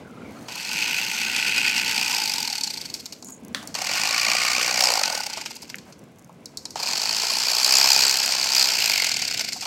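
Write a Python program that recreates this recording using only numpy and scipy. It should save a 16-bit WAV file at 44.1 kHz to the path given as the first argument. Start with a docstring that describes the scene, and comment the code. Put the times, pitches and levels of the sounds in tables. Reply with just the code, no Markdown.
"""An electric fillet knife cuts a fish on a plastic board outdoors, over a low rumble and drone. Wet handling
and faint chirps come first. At 0.5 s the motor spins up: at each reversal the twin blades clatter, shake the
housing and thump the board; gears grind in between. It coasts down, scales tick, steel squeaks on skin and the
knife handle bumps the lid. A second cut starts at 3.8 s; a wet pop, ticks and crackles follow. The third starts
at 6.8 s, speeds up and coasts down; the motor kicks again at the very end."""
import sys
import numpy as np
from scipy import signal
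from scipy.fft import rfft, irfft
from scipy.io import wavfile
from scipy.ndimage import uniform_filter1d

SR = 44100
rng = np.random.default_rng(int(sys.argv[2]) if len(sys.argv) > 2 else 0)


def dump(signal):
    """Clip the signal to [-1, 1] and save it as 16-bit WAV at the path in sys.argv[1]."""
    limited = np.clip(np.atleast_2d(signal).T, -1, 1)
    pcm = np.round(limited * 32767).astype(np.int16)
    wavfile.write(sys.argv[1], SR, pcm)


N = 426006

# Motor runs. Each row: trigger press and release in seconds, first and full stroke rate in Hz,
# creep in Hz/s, spin-up and drag time constants in seconds, friction in Hz/s.
MOTOR_RUNS = [(.484, 2.105, 20.2, 61.123, -.741, .1635, 2.061, 28.66),
              (3.7514, 4.881, 23.5, 58.55, 3.804, .1693, .5963, 6.7),
              (6.7613, 8.671, 20.53, 64.388, -3.389, .2096, 1.3125, 15.69)]
# Base levels per run. Each row: blade, housing and board level in dB.
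RUN_LEVELS_DB = [(-32.5, -32, -44.5), (-29, -28.5, -36.5), (-24, -30.5, -37.5)]
# Strongest modes per run. Each row: blade level and its change after release in dB, housing pitch in Hz,
# housing level in dB, board pitch pressed and free in Hz, board level in dB, board decay in seconds.
RUN_MODES = [(-4.5, 0, 2600, -3.5, 900, 865, -3, .005), (-4.5, -1, 2330, 0, 750, 900, -5.5, .0018),
             (-2.5, -8, 2490, -3.5, 830, 680, -11, .0022)]
# Blade mode, shifted by bending and the grip of the flesh. Each row: time in seconds, pitch in Hz.
BLADE_PITCH = [(.5, 4400), (1.3, 4500), (1.9, 4700), (2.15, 4950), (2.65, 4480), (3.8, 4700), (4.6, 4800),
               (4.85, 5150), (5.0, 4550), (5.4, 4850), (6.8, 4550), (7.3, 4600), (7.7, 4900), (8.4, 4700),
               (8.8, 4900), (9.401, 4750)]
# Blades bite on bone and scales; the last row hushes them as the motor stalls.
# Each row: centre and half length in seconds, blade, housing and board gain in dB.
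BITES = [(0.89, 0.15, 1.3, 5, 3), (1.59, 0.39, 2, 7.5, 2), (2.53, 0.59, 9, 3, 14),
         (4.336, 0.54, 4.5, 4.5, -0.5), (4.85, 0.091, 6.5, -0.5, 9), (4.998, 0.097, 2.5, 0, 6),
         (5.179, 0.18, 4, 1.7, 8.5), (5.38, 0.063, -0.5, 5.5, 3.5), (7.865, 0.25, 6.5, 4.5, 6),
         (8.602, 0.056, 5, 3, 1.5), (8.968, 0.24, 4, 7.5, 5), (9.446, 0.36, 4.5, 11.5, 10),
         (9.562, 0.021, -10, -9, 7)]
# Responses per run; they shift with grip and cut depth. Each row: frequency in Hz, gain in dB.
BLADES_1 = [(1880, -44), (3200, -8.5), (3660, -6), (4630, 2.5), (5750, -1.5), (6360, -2.5), (6990, -5.5),
            (8160, -5.5), (9530, -17), (13300, -14), (14300, -21), (15500, -39), (16000, -44)]
BLADES_2 = [(1880, -35), (3200, -23.5), (3970, -6.5), (4420, 1.5), (5630, -0.5), (6490, -3), (7630, -4.5),
            (8910, -12.5), (10600, -20.5), (13300, -16), (15000, -32), (16000, -66)]
BLADES_3 = [(1880, -56), (3200, -21), (3640, -13), (4450, 2), (4760, 1), (5270, -0.5), (5750, -5),
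            (7580, -6.5), (10100, -26), (13300, -18.5), (15100, -39), (16000, -45)]
HOUSING_1 = [(650, -48), (1100, -25), (1280, -29), (1470, -3), (1620, -14.5), (1750, -13), (1940, -6),
             (2120, -6), (2550, 2.5), (2870, -2.5), (3700, -13.5), (4810, -15), (8140, -120)]
HOUSING_2 = [(650, -60), (1100, 1), (1170, 2), (1320, -17), (1420, 3.5), (1500, 2), (1690, -6.5),
             (1890, 4.5), (2050, -2), (2230, 1), (2770, 5), (3230, -4), (3700, -5), (4810, -3.5),
             (8140, -120)]
HOUSING_3 = [(650, -16.5), (1100, -54), (1290, -4.5), (1510, -2.5), (1680, -4), (2070, -3.5), (2430, 2.5),
             (3190, -1), (3700, -5), (4810, -6.5), (8140, -120)]
BOARD_1 = [(190, -84), (330, -11.5), (377, -26), (438, -15.5), (655, -21.5), (749, -8.5), (885, -4),
           (1100, -17.5), (1250, -14), (1620, -12), (2750, -120)]
BOARD_2 = [(190, -52), (330, -13), (357, -23), (527, -3), (659, -1.5), (774, 3), (1000, -2.5), (1160, -8.5),
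           (1250, -4.5), (1620, -22), (2750, -120)]
BOARD_3 = [(190, -22), (330, -26), (377, -6.5), (570, -7.5), (623, -1), (805, 0.5), (920, 2), (1100, -2),
           (1250, -6.5), (1620, -20), (2750, -120)]
# Spectra of the other sounds. Each row: frequency in Hz, gain in dB.
LOOSE_HOUSING = [(650, -40), (1170, -30), (1440, -4), (1750, -10), (2200, 1), (2750, 0), (3400, -6),
                 (4700, -7), (8140, -120)]
TICK_COLOUR = [(3000, -41), (6000, 6), (8000, 0.5), (10000, -0.5), (13000, -2.5), (14500, -14), (16000, 1)]
SIZZLE_COLOUR = [(6000, -43), (11000, -10.5), (13300, 6), (15000, -9), (16000, -26.5)]
CLUNK_COLOUR = [(300, -15), (650, -3), (850, -14), (1120, 0), (1400, 0), (1900, 1), (2350, -9), (3100, 0),
                (4600, -6), (6000, -12), (7400, -12), (12900, -24), (15500, -28)]
POP_COLOUR = [(530, -64), (900, -32), (1010, -34), (1180, -23), (1410, -4), (2160, 1), (3000, -7),
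              (4500, -44), (5850, -70), (9900, -120)]
RUB_COLOUR = [(200, -32), (400, -12.5), (640, 5), (950, -5), (1350, -2.5), (1800, -8.5), (2300, -8.5),
              (3400, -15.5), (7000, -16), (12000, -24), (16000, -26.5)]
RUMBLE_COLOUR = [(15, -67), (25, -57), (55, -14.5), (236, -1.5), (354, -8.5), (476, -9), (560, -13.5),
                 (911, -19), (1020, -17), (1370, -33), (1560, -21.5), (1840, -34.5), (2000, -24),
                 (12200, -50), (16000, -80)]
# Single knocks, hard strokes and motor starts; the last two are the motor kicking in again.
# Each row: start in seconds, relative blade, housing, board and ping level in dB, contact T60 in seconds.
KNOCKS = [(.484, -40, -37, -33.5, -38, 0.034), (1.363, -20.5, -20, -46, -19, 0.011),
          (2.475, -36, -41, -54, -19, .017), (2.635, -25, -48, -60, -12, .027),
          (2.702, -33, -51, -55, -19, 0.016), (2.94, -26.5, -46, -52, -21, 0.025),
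          (3.057, -34, -58, -51, -32, 0.015), (3.124, -36.5, -46, -48, -28, .028),
          (3.225, -40, -60, -45, -33, .02), (3.286, -58, -58, -44.5, -45, 0.058),
          (3.627, -47, -52, -41, -34, .021), (3.675, -32.5, -58, -51, -34, 0.0064),
          (3.743, -32, -41, -48, -30, 0.031), (3.751, -26.5, -30.5, -29, -20, 0.024),
          (4.806, -26, -21, -26, -14, .013), (4.837, -26, -26, -29, -9, 0.012),
          (4.995, -32, -34, -33, -20, .016), (5.035, -25, -22, -35, -7, .016),
          (5.372, -34.5, -44, -36, -32, 0.082), (5.459, -33, -33, -44, -25, 0.049),
          (5.7, -38, -38, -63, -34, 0.012), (5.784, -38.5, -43.5, -67, -40, 0.02),
          (5.924, -46.5, -55, -61, -45, 0.037), (6.294, -68, -66, -41, -70, 0.026),
          (6.457, -39, -64, -61, -25, .019), (6.572, -30, -70, -53, -22, 0.025),
          (6.654, -35, -46, -41, -16.5, .024), (6.706, -32, -57, -54, -34, .013),
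          (6.757, -35, -35, -27.5, -24, .021), (7.645, -16, -41, -36.5, -3, 0.016),
          (7.753, -18, -34, -42, -4, .018), (8.095, -20, -26, -44, -12, .016),
          (8.549, -19, -30, -38, -11, .013), (8.595, -22, -28, -38, -10, .01),
          (9.044, -23, -24.5, -41, -10, .015), (9.221, -29, -34, -52, -18, 0.018),
          (9.394, -23, -27, -42, -20, .031), (9.532, -20.5, -34, -55, -20, 0.0054),
          (9.623, -35, -39, -40, -36, 0.11), (9.653, -29.5, -33, -31.5, -26, .033)]
# Bright ticks of scales and of the snapping blade, and wet pops. Each row: start in seconds, relative level in
# dB.
SCALE_TICKS = [(3.246, -22), (3.286, -25), (3.2984, -31), (3.306, -28), (3.449, -29.5), (3.482, -33),
               (3.6285, -29), (3.674, -20), (5.5563, -24), (5.62, -27), (5.756, -25.5), (6.039, -41),
               (6.186, -37), (6.4582, -25), (6.572, -24)]
POPS = [(5.7436, -19.5)]
# Gliding tones. 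Each row: centre and half length in seconds, pitch in Hz, glide in Hz/s, level in dB.
RASPS = [(4.67, .1, 520, 400, -39), (8.6, .055, 4700, -7000, -20.5), (8.81, .07, 2780, -1500, -31),
         (8.97, .1, 2300, -2500, -28.5)]
WHINES = [(.85, 0.32, 4400, -0.5, -45), (1.0, 0.34, 6300, 2, -40.5), (1.4, 0.38, 1507, 42, -43),
          (5.03, 0.24, 1470, -0.5, -38.5), (4.36, 0.28, 1187, 151.5, -37), (7.45, 0.34, 11000, -1, -45)]
DRONES = [(1.8, 1, 224, 10.5, -49), (3.54, 0.35, 257.2, 0, -45.5), (6.2, 0.52, 170, 0, -53.5),
          (3.8, 0.44, 150, 0.5, -52.5), (9.5, 0.87, 140, 0, -56.5)]
CHIRPS = [(.11, 0.051, 1370, -2000, -44.5), (.215, 0.042, 1330, 996, -46), (.27, 0.043, 2270, -3000, -49),
          (.37, .018, 1320, -4, -49)]
# Noise swells. Each row: centre and half length in seconds, relative level in dB.
SIZZLE_SWELLS = [(1.0, .2, -46), (2.25, 0.2, -47), (4.95, .14, -49), (7.85, 0.34, -37), (8.6, 0.094, -37),
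                 (8.88, 0.16, -39)]
HANDLING_SWELLS = [(.1, 0.15, -53), (.42, 0.16, -38), (3.42, 0.1, -60), (3.65, 0.11, -38.5),
                   (5.14, 0.05, -25), (5.55, 0.17, -69), (5.89, 0.041, -42), (6.38, 0.13, -55)]
RUMBLE_SWELLS = [(.1, 0.5, -41), (1.3, 0.99, -45), (3.55, 0.35, -49), (4.8, 1, -49), (5.95, 0.21, -54.5),
                 (6.9, 0.51, -56)]

STALL_HZ, REFERENCE_HZ = 11, 60  # stroke rates: blades stick; base levels hold
SPEED_DB_PER_OCTAVE, EASE_DB_PER_S = (5.5, 7, -0.5), (5, 10.5, 28.5)  # blades, housing, board


def knife(bite_db, run, levels_db, modes, blades, housing, board, relax_s=0.28):
    """One run: clatter and grinding drive blades, housing and board; the hand eases off after release."""
    (blade_mode_db, blade_damp_db, housing_hz, housing_mode_db,
     pressed_hz, free_hz, board_mode_db, board_decay_s) = modes
    rate_hz, coast_s = motor(*run)
    strokes = np.cumsum(rate_hz) / SR
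    octaves = np.log2(np.maximum(rate_hz, STALL_HZ) / REFERENCE_HZ)
    loose_db = -2 - 0.59 * bite_db[0]  # a bite tightens the clatter and lessens the grinding
    relaxed = 1 - np.exp(-coast_s / relax_s)
    # Steel answers at once; housing and board take longer.
    clack = clatter(rate_hz, loose_db, spread=.135, scatter_db=.9, limp_db=1, decay_s=.0009, count=18)
    ping = clatter(rate_hz, loose_db, spread=.09, scatter_db=.8, limp_db=.8, decay_s=.0014, count=5)
    shake = clatter(rate_hz, loose_db, spread=.19, scatter_db=1.1, limp_db=2, decay_s=.0008, count=9)
    sway = clatter(rate_hz, loose_db, spread=.15, scatter_db=1.2, limp_db=1,
                   decay_s=board_decay_s, count=9)
    touch = clatter(rate_hz, loose_db, spread=.13, scatter_db=3.8, limp_db=1.8, decay_s=.0003, count=2)
    grind = gears(rate_hz)
    grind_gain = undb(loose_db + 3.5 * octaves * (coast_s > 0))
    running = uniform_filter1d(1. 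* (rate_hz > 0), size=200) * judder()

    def part(hits, colour, level_db, grind_db, mode=0, mode_gain=0, loose_colour=None):
        """Contacts and grinding rattle one part; its mode rings on top."""
        grind_share = (grind_gain * undb(grind_db)) ** 2
        force = np.sqrt(hits + grind_share * grind) * rng.standard_normal(N)
        rattle = resonate(force, colour)
        if loose_colour is not None:
            rattle = (1 - relaxed) * rattle + relaxed * resonate(force, loose_colour)
        norm = np.sqrt(1 + grind_share + mode_gain ** 2)
        return (rattle + mode_gain * mode) / norm * undb(level_db) * running

    blade_db, housing_db, board_db = (
        base + rise * octaves - ease * coast_s + bite
        for base, rise, ease, bite in zip(levels_db, SPEED_DB_PER_OCTAVE, EASE_DB_PER_S, bite_db))
    blade_hz = np.interp(np.arange(N) / SR, *np.transpose(BLADE_PITCH))
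    blade_mode = struck(ping, strokes, blade_hz, detune=.04, uneven_db=1, stray=.028, droop=.3)
    overtone = undb(-11.5) * struck(ping, strokes, hz=6960, detune=.1, uneven_db=7.5, stray=.035)
    blade_ring = undb(blade_mode_db + 0.57 * bite_db[0] + blade_damp_db * relaxed)
    # After release the housing rings lower and weaker, the board hollower.
    sagging_hz = housing_hz * (1 - .14 * relaxed)
    housing_mode = struck(ping, strokes, sagging_hz, detune=.035, uneven_db=1.5, stray=.025)
    housing_ring = undb(housing_mode_db + bite_db[1] - 16 * relaxed)
    board_hz = pressed_hz + (free_hz - pressed_hz) * relaxed
    board_mode = struck(sway, strokes, board_hz, detune=.045, uneven_db=1.5, stray=.04)
    board_ring = undb(board_mode_db + 12.5 * relaxed)

    steel = part(clack, blades, blade_db, grind_db=3.5, mode=blade_mode + overtone, mode_gain=blade_ring)
    shell = part((clack + shake) / 2, housing, housing_db, grind_db=10.5,
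                 mode=housing_mode, mode_gain=housing_ring, loose_colour=LOOSE_HOUSING)
    thump = part(sway, board, board_db, grind_db=-4, mode=board_mode, mode_gain=board_ring)
    tick = part(touch, TICK_COLOUR, blade_db - 14, grind_db=-6)  # first touch of steel on steel
    cutting = sizzle(clack + grind / 6) + rasp(ping, strokes, rate_hz)
    return steel + shell + thump + tick + cutting * running


def motor(press_s, release_s, first_hz, full_hz, creep_hz_per_s, spin_up_s, drag_s, friction_hz_per_s,
          surge_s=7.546, surge_rise_s=.25, surge_hz=7.08):
    """Spins up, then coasts against drag and friction. Returns stroke rate and time since release."""
    t = np.arange(N) / SR
    held_s = np.clip(t, press_s, release_s) - press_s
    coast_s = np.maximum(t - release_s, 0)
    surge = np.clip((press_s + held_s - surge_s) / surge_rise_s, 0, 1)  # last run only
    target_hz = full_hz + creep_hz_per_s * held_s + surge_hz * surge
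    driven_hz = target_hz + (first_hz - target_hz) * np.exp(-held_s / spin_up_s)
    friction_hz = friction_hz_per_s * drag_s
    rate_hz = (driven_hz + friction_hz) * np.exp(-coast_s / drag_s) - friction_hz
    return rate_hz * ((t >= press_s) & (rate_hz > STALL_HZ)), coast_s


def clatter(rate_hz, loose_db, spread, scatter_db, limp_db, decay_s, count,
            hit_db=5.5, jitter_s=.0004, lead_s=.0012):
    """Power of the blade contacts: a cluster per reversal, longer when slow, tighter when biting."""
    strokes = np.cumsum(rate_hz) / SR
    reversals = np.flatnonzero(np.diff(np.floor(strokes)))[:, None]
    draws = rng.standard_normal((len(reversals), 2 + 2 * count))
    jitter, scatter, offset, strength = np.split(draws, [1, 2, 2 + count], axis=1)
    width_s = spread * undb(0.36 * loose_db[reversals]) / np.maximum(rate_hz[reversals], 26)
    times_s = reversals / SR - lead_s + jitter_s * jitter + width_s * offset
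    share = undb(hit_db * strength) ** 2 * np.exp(-offset ** 2 / 2)
    share /= share.sum(axis=1, keepdims=True)
    limp = -(-1) ** np.arange(len(reversals))[:, None]  # every second stroke hits harder
    size = undb(scatter_db * scatter + limp_db * limp) ** 2
    return impacts(times_s, size / size.mean() * share / rate_hz[reversals], decay_s)


def struck(power, strokes, hz, detune, uneven_db, stray, droop=0):
    """A mode rung by the contacts; each stroke has its own pitch and strength, and may droop."""
    draws = rng.standard_normal((N // 500, 2))[np.floor(strokes + 1 / 3).astype(int)]
    size = undb(uneven_db * draws[:, 1]) / undb(uneven_db ** 2 * np.log(10) / 20)  # mean square 1
    stroke_phase = np.clip((strokes + 1 / 3) % 1 - 1 / 3, -1 / 6, 1 / 3)
    pitch_hz = hz * (1 + detune * draws[:, 0] - droop * stroke_phase)
    return np.sqrt(power) * size * tone(pitch_hz, stray, stray_hz=400.3)


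def gears(rate_hz, teeth=7, depth=0.39, rough_db=4):
    """Power of the grinding gears: rough, pulsing as the teeth mesh."""
    mesh = 1 + depth * np.cos(2 * np.pi * teeth * np.cumsum(rate_hz) / SR)
    power = mesh * undb(rough_db * wander(900)) ** 2
    return power / power.mean()


def judder(centre_s=1.68, half_s=0.32, hz=9.8, depth_db=2.9):
    """Gain wobble as the knife bounces in the first cut."""
    t = np.arange(N) / SR - centre_s
    return undb(depth_db * np.exp(-(t / half_s) ** 4) * np.cos(2 * np.pi * hz * t))


def rasp(power, strokes, rate_hz):
    """Strokes rasp upward as the blade presses on the board, downward as it withdraws."""
    t = np.arange(N) / SR
    sound = np.zeros(N)
    for centre_s, half_s, hz, glide, db in RASPS:
        if rate_hz[int(centre_s * SR)] > 0:
            pitch_hz = hz + glide * np.clip(t - centre_s, -2 * half_s, 2 * half_s)
            mode = struck(power, strokes, pitch_hz, detune=.025, uneven_db=.5, stray=.035)
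            sound += undb(db) * swell(centre_s, half_s) * mode
    return sound


def sizzle(power):
    """A thin, high sizzling ring of the blades, pulsing with the strokes."""
    force = np.sqrt(power) * rng.standard_normal(N)
    return resonate(force, SIZZLE_COLOUR) * swells(SIZZLE_SWELLS, rest_db=-63)


def whine():
    """The blades whine as they saw."""
    return notes(WHINES, stray=0.036, stray_hz=311) * wander(120)


def knocks(tail_db=-19, tail_s=0.065, steel_db=4, shell_db=5, thump_db=3, snap_db=-2.5, stretch=0.043):
    """A sharp contact and a loose rattle ring blades, housing and board; the blade pings."""
    t = np.arange(SR // 5) / SR
    force, pings = np.zeros((3, N + len(t))), np.zeros(N + len(t))
    for start_s, *levels_db, ping_db, t60_s in KNOCKS:
        fade = undb(-60 * t / t60_s) + undb(tail_db) * np.exp(-t / tail_s)
        at = int(start_s * SR)
        force[:, at:at + len(t)] += undb(levels_db)[:, None] * fade * rng.standard_normal((3, len(t)))
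        stretched_s = t * np.exp(stretch * rng.standard_normal())
        pings[at:at + len(t)] += undb(ping_db + snap_db) * snap(stretched_s)
    steel = undb(steel_db) * resonate(force[0, :N], BLADES_2)
    shell = undb(shell_db) * resonate(force[1, :N], HOUSING_3)
    thump = undb(thump_db) * resonate(force[2, :N], BOARD_3)
    return pings[:N] + steel + shell + thump


def snap(t, top_hz=13000, low_hz=3550, sweep_s=0.000398, decay_s=0.0042, rise_s=0.00043):
    """Bending wave in the thin blade: treble arrives first, so the ping falls."""
    hz = low_hz + (top_hz - low_hz) / (1 + t / sweep_s)
    envelope = (1 - np.exp(-t / rise_s)) * np.exp(-t / decay_s)
    return envelope * np.sin(2 * np.pi * np.cumsum(hz) / SR)


def clunk(start_s=3.5468, level_db=-18.5, blow_s=0.0026, tail_db=-14, tail_s=0.05):
    """The knife handle bumps the cooler lid: a hard plastic clack, then a short clatter of the lid."""
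    age_s = np.maximum(np.arange(N) / SR - start_s, 0)
    envelope = (age_s > 0) * (np.exp(-(age_s / blow_s) ** 2) + undb(tail_db) * np.exp(-age_s / tail_s))
    return undb(level_db) * resonate(envelope * rng.standard_normal(N), CLUNK_COLOUR)


def pops(gain_db=3):
    """A wet pocket snaps open with a single pulse."""
    pulses = np.zeros(N)
    for start_s, db in POPS:
        pulses[int(start_s * SR)] = undb(db)
    sound = resonate(pulses, POP_COLOUR)
    return undb(gain_db) * sound * pulses.max() / np.abs(sound).max()


def scales(gain_db=-5, decay_s=.0007):
    """Wet scales flick off the steel, and the blade snaps, each with one bright tick."""
    times_s, levels_db = np.transpose(SCALE_TICKS)
    power = impacts(times_s, undb(levels_db) ** 2 * decay_s, decay_s)
    return undb(gain_db) * resonate(np.sqrt(power) * rng.standard_normal(N), TICK_COLOUR)


def flesh(rub_gain=0.3, crackle_db=-15.5, count=900, scatter_db=6.5):
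    """Hands and resting blades shift in the flesh: bright wet crackles over duller rubbing."""
    energy = undb(scatter_db * rng.standard_normal(count)) ** 2
    power = impacts(rng.random(count) * N / SR, energy, decay_s=0.00078)
    crackle = resonate(np.sqrt(power / power.mean()) * rng.standard_normal(N), TICK_COLOUR)
    rubbing = resonate(rng.standard_normal(N), RUB_COLOUR) * undb(0.73 * wander(20))
    return swells(HANDLING_SWELLS, rest_db=-51) * (rub_gain * rubbing + undb(crackle_db) * crackle)


def squeak(centre_s=3.295, half_s=0.057, level_db=-42, hz=6800, rough_db=8):
    """Steel slips unevenly out of wet skin."""
    slips = undb(rough_db * np.tanh(wander(200))) * rng.standard_normal(N)
    slips /= np.sqrt(np.mean(slips ** 2))
    colour = [(hz * 0.82, -45), (hz * 0.93, -12), (hz, 0), (hz * 1.1, -12), (hz * 2, -35)]
    return resonate(slips, colour) * undb(level_db) * swell(centre_s, half_s)


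def patio(x, echo_db=-15, t60_s=0.15, gap_s=0.0023):
    """Adds weak reflections from lid, ground and house."""
    t = np.arange(SR // 3) / SR
    echoes = rng.standard_normal(len(t)) * undb(-60 * t / t60_s) * (t > gap_s)
    return x + undb(echo_db) * signal.oaconvolve(x, echoes / np.linalg.norm(echoes))[:N]


def outdoors(flutter_db=1.7, rumble_gain_db=-0.5, drone_gain_db=0.5):
    """Low rumble that swells and flutters, a wavering drone, far-off chirps."""
    rumble = resonate(rng.standard_normal(N), RUMBLE_COLOUR) * swells(RUMBLE_SWELLS, rest_db=-49.5)
    rumble *= undb(rumble_gain_db + flutter_db * wander(14))
    drone = notes(DRONES, stray=0.0925, stray_hz=110.1) * wander(80) * undb(drone_gain_db)
    chirps = notes(CHIRPS, stray=0.047, stray_hz=357) * wander(153)
    return rumble + drone + chirps


def resonate(x, colour, size=2048):
    """Passes x through a minimum-phase body of unit energy, given as (Hz, dB) points."""
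    hz, db = np.transpose(colour)
    bins_hz = np.arange(size // 2 + 1) * SR / size + 1
    gain = undb(np.interp(np.log(bins_hz), np.log(hz), db))
    gain *= np.minimum(bins_hz / hz[0], 1)  # too small to radiate below its lowest point
    cepstrum = irfft(np.log(gain))
    cepstrum[1:size // 2] *= 2
    cepstrum[size // 2 + 1:] = 0
    response = irfft(np.exp(rfft(cepstrum)))
    return signal.oaconvolve(x, response / np.linalg.norm(response))[:len(x)]


def impacts(times_s, energy, decay_s):
    """Power envelope of exponentially decaying impacts."""
    hits = np.bincount(np.clip(times_s * SR, 0, N - 1).astype(int).ravel(), energy.ravel(), N)
    pole = np.exp(-1 / (decay_s * SR))
    return signal.lfilter([1 - pole], [1, -pole], hits * SR + 1e-18)


def notes(rows, stray, stray_hz):
    """Wavering notes that swell, glide and fade."""
    t = np.arange(N) / SR
    return sum(undb(db) * swell(centre_s, half_s) * tone(hz + glide * (t - centre_s), stray, stray_hz)
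               for centre_s, half_s, hz, glide, db in rows)


def tone(hz, stray, stray_hz):
    """Sine of rms 1; its pitch wanders by the fraction stray, at the rate stray_hz."""
    return np.sqrt(2) * np.sin(2 * np.pi * np.cumsum(hz * (1 + stray * wander(stray_hz))) / SR)


def swell(centre_s, half_s):
    """Gaussian rise and fall, peak 1."""
    distance = (np.arange(N) / SR - centre_s) / half_s
    return np.exp(-distance ** 2) * (np.abs(distance) < 4)


def swells(rows, rest_db):
    """Gain of a steady level plus swells, summed in power."""
    power = sum((undb(db) * swell(centre_s, half_s)) ** 2 for centre_s, half_s, db in rows)
    return np.sqrt(undb(rest_db) ** 2 + power)


def wander(hz):
    """Random curve with hz knots a second, spread near 1."""
    knots = rng.standard_normal(N // 20)
    return np.sqrt(3 / 2) * np.interp(np.arange(N) / SR * hz, np.arange(len(knots)), knots)


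def undb(db):
    """Decibels to gain."""
    return 10 ** (np.asarray(db) / 20)


def scene():
    """Three cuts with handling between them, over the outdoor background; mono."""
    bodies = [(BLADES_1, HOUSING_1, BOARD_1), (BLADES_2, HOUSING_2, BOARD_2),
              (BLADES_3, HOUSING_3, BOARD_3)]
    bite_db = sum(np.array(gains_db)[:, None] * swell(centre_s, half_s)
                  for centre_s, half_s, *gains_db in BITES)
    cuts = sum(knife(bite_db, run, levels_db, modes, *parts)
               for run, levels_db, modes, parts in zip(MOTOR_RUNS, RUN_LEVELS_DB, RUN_MODES, bodies))
    near = cuts + whine() + knocks() + clunk() + pops() + scales() + flesh() + squeak()
    return (patio(near) + outdoors())[None]


def record(dry, bass_hz=48, clip_level=.92, top_hz=15800):
    """Drops the deep bass, clips the peaks, cuts the top."""
    highpass = signal.butter(2, bass_hz, "highpass", fs=SR, output="sos")
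    lowpass = signal.ellip(10, .2, 80, top_hz, fs=SR, output="sos")
    clipped = np.clip(signal.sosfilt(highpass, dry), -clip_level, clip_level)
    return signal.sosfilt(lowpass, clipped)


dry = scene()
out = record(dry)
dump(out)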